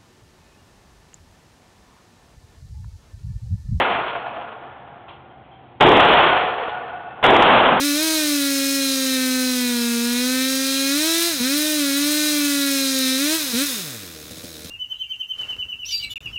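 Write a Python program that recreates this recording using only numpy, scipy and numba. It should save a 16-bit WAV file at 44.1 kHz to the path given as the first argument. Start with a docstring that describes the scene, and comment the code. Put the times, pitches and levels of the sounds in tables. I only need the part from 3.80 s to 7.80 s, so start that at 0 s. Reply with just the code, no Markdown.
"""Pistol shots in a concrete indoor range

One shot is still dying away and two more follow close by. Each blast thumps, booms in the booth and
excites a long reverberant roar; a moment later the steel bullet trap clangs from the far end and rings
in its modes. Small clacks and a spent case sound over the ventilation rumble. A small narrow-band
recorder compresses each blast with its gain control and overloads on the peaks."""
import sys
import numpy as np
from scipy import signal
from scipy.fft import rfft, irfft
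from scipy.io import wavfile
from numba import njit

SR = 44100
rng = np.random.default_rng(int(sys.argv[2]) if len(sys.argv) > 2 else 0)


def store_wav(level_fs):
    """Save 16-bit WAV to argv[1]."""
    pcm = np.round(np.clip(np.atleast_2d(level_fs), -1, 1) * 32767)
    wavfile.write(sys.argv[1], SR, pcm.T.astype(np.int16))


N = 176400

# Shots and the relative levels of their parts: start_s, level_db, lead_in_s, lead_in_db,
# thump_db, boom_db, tail_db, clang_db, ring_db, ring_pitch_ratio
SHOTS = [(-.56, -1, .005, -15, -0.5, -12, -0.24, -4, -7.5, .96),
         (2.0019, -3, 0.0041, -30.5, 2, 0, -0.5, -2, -2.5, 0.99),
         (3.428, -8, 0.0097, -21, -6.5, -2, 13.5, -2.5, -2.5, 0.34)]
def shot(start, level_db, lead_s, lead_db, thump_db, boom_db, tail_db, clang_db, ring_db, ring_pitch):
    """Propagation delay: the trap answers the blast after the bullet's flight and the sound's return."""
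    rise_s, round_trip_s = .004, .195
    age = since(start)
    lead_in = undb(lead_db) * (age > 0)
    attack = np.maximum(lead_in, np.clip((age - lead_s) / rise_s, 0, 1) ** 2)
    blast = hall_roar(age, tail_db) + muzzle_thump(age, thump_db) + booth_boom(age, boom_db)
    trap = bullet_trap(since(start + round_trip_s), clang_db, ring_db, ring_pitch)
    return undb(level_db) * (attack * blast + trap)


# Reverberation of the hall by band: centre_hz, near_db, near_t60_s, far_db, far_t60_s
HALL = [(35.6, -37, 1.3, -49, 2), (83, -21.5, 1.31, -50, 2), (160, -13, 1.2, -45, 2.4),
        (295, -9, 1.094, -27.5, 2.6), (417, 0, 1.258, -24.5, 2.5), (810, 5, 1.267, -17, 3.18),
        (1101, -0.5, 1.496, -19, 3.03), (1566, -3, 1.34, -23.5, 3.1), (1806, -1.5, 1.313, -31.5, 3.55),
        (2660, -1.5, 1.41, -26.5, 2.86), (3580, 1.5, 1.055, -26.5, 2.65), (4130, -9, 1.7, -33, 2)]
def hall_roar(age, tail_db):
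    """Double-slope reverberation: a fast near decay and a slow far tail add in power in each band."""
    log_centres = np.log([row[0] for row in HALL])
    roar = 0
    for band, (_, near_db, near_t60, far_db, far_t60) in zip(np.eye(len(HALL)), HALL):
        power_share = np.interp(np.log(freqs()), log_centres, band)
        echoes = noise(np.sqrt(power_share) * (freqs() < SR / 8))
        near = undb(near_db) * fade(age, near_t60)
        far = undb(far_db + tail_db) * fade(age, far_t60)
        roar = roar + echoes * np.hypot(near, far)
    flutter_db = 1.42 * wander(rate_hz=41)  # the echoes arrive unevenly
    return roar * undb(flutter_db)


# Spectrum of the muzzle blast: frequency_hz, density_db
THUMP = [(20, -21.5), (60, -4), (100, -3), (145, 7), (220, -5.5), (500, -21.5)]
def muzzle_thump(age, level_db):
    """A pressure transient: the muzzle blast is a short swell of low-frequency noise."""
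    return undb(level_db - 6) * swell(age, peak_s=.033) * band_noise(THUMP)


# Spectrum of the booth's response: frequency_hz, density_db
BOOM = [(60, -21), (140, -7), (210, -9), (330, 2), (560, -2), (850, -0.5), (1100, -5), (1500, -21.5),
        (4000, -38)]
def booth_boom(age, level_db):
    """Enclosure resonance: sound builds up in the booth, then dies away."""
    return undb(level_db + 6) * swell(age, peak_s=.074) * band_noise(BOOM)


# Spectrum of the bullet's impact: frequency_hz, density_db
CLANG = [(400, -17), (900, -2), (1400, -2), (2000, -16), (3000, -4.5), (4400, -12)]
# Mode clusters of the steel plates: pitch_hz, width_hz, level_db, t60_s
STEEL_MODES = [(466, 60, -23, 2.6), (729.4, 57, -17.5, 3.46), (850, 42, -32, 5.5), (1137, 50, -29.5, 3.5),
               (1470, 88, -22.5, 3.1), (1812, 70, -26, 2.7), (2660, 100, -29, 2.5)]
def bullet_trap(age, clang_db, ring_db, pitch_ratio):
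    """Impact excitation: struck plates give a broadband clang, then ring on in wavering modes."""
    strike = 1 + undb(6) * np.exp(-age / .012)  # the sharp first instant
    clang = undb(clang_db + .5) * strike * fade(age, t60=.76) * band_noise(CLANG)
    ring = 0
    for hz, width, db, t60 in STEEL_MODES:
        waver_db = 3 * wander(rate_hz=8.9)
        ring = ring + undb(db + ring_db + waver_db) * fade(age, t60) * cluster(hz * pitch_ratio, width)
    return (age > 0) * (clang + ring)


# Small metallic impacts: start_s, level_db, decay_s
CLACKS = [(0.28, -28.5, .035), (.622, -39.5, .007), (.726, -51, 0.017), (1.283, -40, 0.056),
          (2.547, -16.5, 0.0036), (2.890, -31, .025)]
# Their shared spectrum: frequency_hz, density_db
CLACK_SPECTRUM = [(300, -14), (1000, 8.5), (1600, -5.5), (2400, -0.5), (3200, 1), (4400, -1.5)]
def clacks():
    """Impulsive excitation: brief knocks decay quickly as bright noise."""
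    return sum(knock(*row) for row in CLACKS) * band_noise(CLACK_SPECTRUM)


# Bounces of the case: start_s, level_db
BOUNCES = [(1.50, -62), (1.715, -59), (1.745, -65.5)]
# Mode clusters of the case: pitch_hz, width_hz, level_db
CASE_MODES = [(3160, 160, 2), (3400, 150, -7)]
def spent_case():
    """Damped free vibration: a brass case pings faintly at each bounce on concrete."""
    envelope = sum(knock(start, db, decay_s=.041) for start, db in BOUNCES)
    return envelope * sum(undb(db) * cluster(hz, width) for hz, width, db in CASE_MODES)


# Spectrum of the air's rumble: frequency_hz, density_db
RUMBLE = [(20, -38.5), (40, -24.5), (65, -5.5), (130, -4), (190, -5.5), (300, -6), (520, -9), (800, -6),
          (1500, -17), (3400, -20.5), (4500, -22.5)]
# Duct tones: pitch_hz, width_hz, level_db
DUCT_TONES = [(129.3, 12, -59.5), (350, 14, -62), (728, 32, -57.5), (774, 19, -56.5)]
def ventilation():
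    """Flow noise: air rumbles through ducts whose resonances add a few wavering tones."""
    rumble = undb(-50.5) * band_noise(RUMBLE)
    return rumble + sum(undb(db) * cluster(hz, width) for hz, width, db in DUCT_TONES)


def undb(db):
    """Amplitude ratio of a level in decibels."""
    return 10 ** (np.asarray(db) / 20)


def freqs():
    """Frequency of each spectral bin, at least 1 Hz."""
    return np.maximum(np.arange(N // 2 + 1) * SR / N, 1)


def noise(gain):
    """Spectral shaping: white noise weighted bin by bin, then scaled to rms 1."""
    x = irfft(rfft(rng.standard_normal(N)) * gain, N)
    return x / np.sqrt(np.mean(x ** 2) + 1e-20)


def band_noise(points):
    """Band-limited noise of rms 1 that follows a (Hz, dB) curve up to its last point."""
    hz, db = np.array(points, float).T
    return noise(undb(np.interp(np.log(freqs()), np.log(hz), db)) * (freqs() < hz[-1]))


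def cluster(hz, width_hz):
    """Beating: closely spaced modes merge into narrow-band noise."""
    return noise(1 / (1 + ((freqs() - hz) / width_hz * 2) ** 2))


def wander(rate_hz):
    """Random modulation: low-passed noise of rms 1."""
    return noise(1 / (1 + (freqs() / rate_hz) ** 4))


def since(start):
    """Seconds since an event, zero before it."""
    return np.maximum(np.arange(N) / SR - start, 0)


def fade(age, t60):
    """Exponential decay of 60 dB in t60 seconds."""
    return np.exp(-np.log(1000) * age / t60)


def swell(age, peak_s):
    """Build-up and decay: an envelope that reaches 1 at peak_s."""
    return (age / peak_s * np.exp(1 - age / peak_s)) ** 2


def knock(start, db, decay_s):
    """Impact envelope: a sudden onset and exponential decay."""
    age = since(start)
    return undb(db) * (age > 0) * np.exp(-age / decay_s)


def scene():
    """Superposition: all sources add at one microphone."""
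    return (sum(shot(*row) for row in SHOTS) + clacks() + spent_case() + ventilation())[None]


@njit
def follow(power, attack_s, release_s):
    """Envelope detection: a one-pole average with separate rise and fall times."""
    envelope, held = np.empty(len(power)), power[:400].mean()
    for i in range(len(power)):
        held += (power[i] - held) / (SR * (attack_s if power[i] > held else release_s))
        envelope[i] = held
    return envelope


def gain_control(x):
    """Look-ahead compression: the gain falls just before the level passes a threshold."""
    threshold_db, ratio, look_ahead_s = -10, 9.95, .00092
    level = np.sqrt(follow(x ** 2, attack_s=.00071, release_s=.014) / 2)
    coming_level = np.interp(np.arange(N) + look_ahead_s * SR, np.arange(N), level)
    return x * np.maximum(coming_level / undb(threshold_db), 1) ** (1 / ratio - 1)


def colour(x, points):
    """Zero-phase filtering by a (Hz, dB) curve."""
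    hz, db = np.array(points, float).T
    bin_hz = np.maximum(np.arange(N + 1) * SR / (2 * N), 1)
    gain = undb(np.interp(np.log(bin_hz), np.log(hz), db))
    return irfft(rfft(x, 2 * N) * gain)[:N]


# Frequency response of the recorder: frequency_hz, gain_db
VOICE_BAND = [(20, 2.5), (3350, -1.5), (3700, -9.5), (4000, -16), (4300, -23.5), (4550, -34.5), (4900, -69),
              (5400, -100)]
def record(dry):
    """Nonlinear distortion: compressed sound saturates, narrows to a voice band and clips."""
    overload, ceiling = .93, .725
    saturated = overload * np.tanh(gain_control(dry[0]) / overload)
    narrowed = colour(saturated, VOICE_BAND) * undb(2)
    low_pass = signal.ellip(8, .2, 70, 15900, fs=SR, output="sos")
    return signal.sosfilt(low_pass, np.clip(narrowed, -ceiling, ceiling))[None]


dry = scene()
out = record(dry)
store_wav(out)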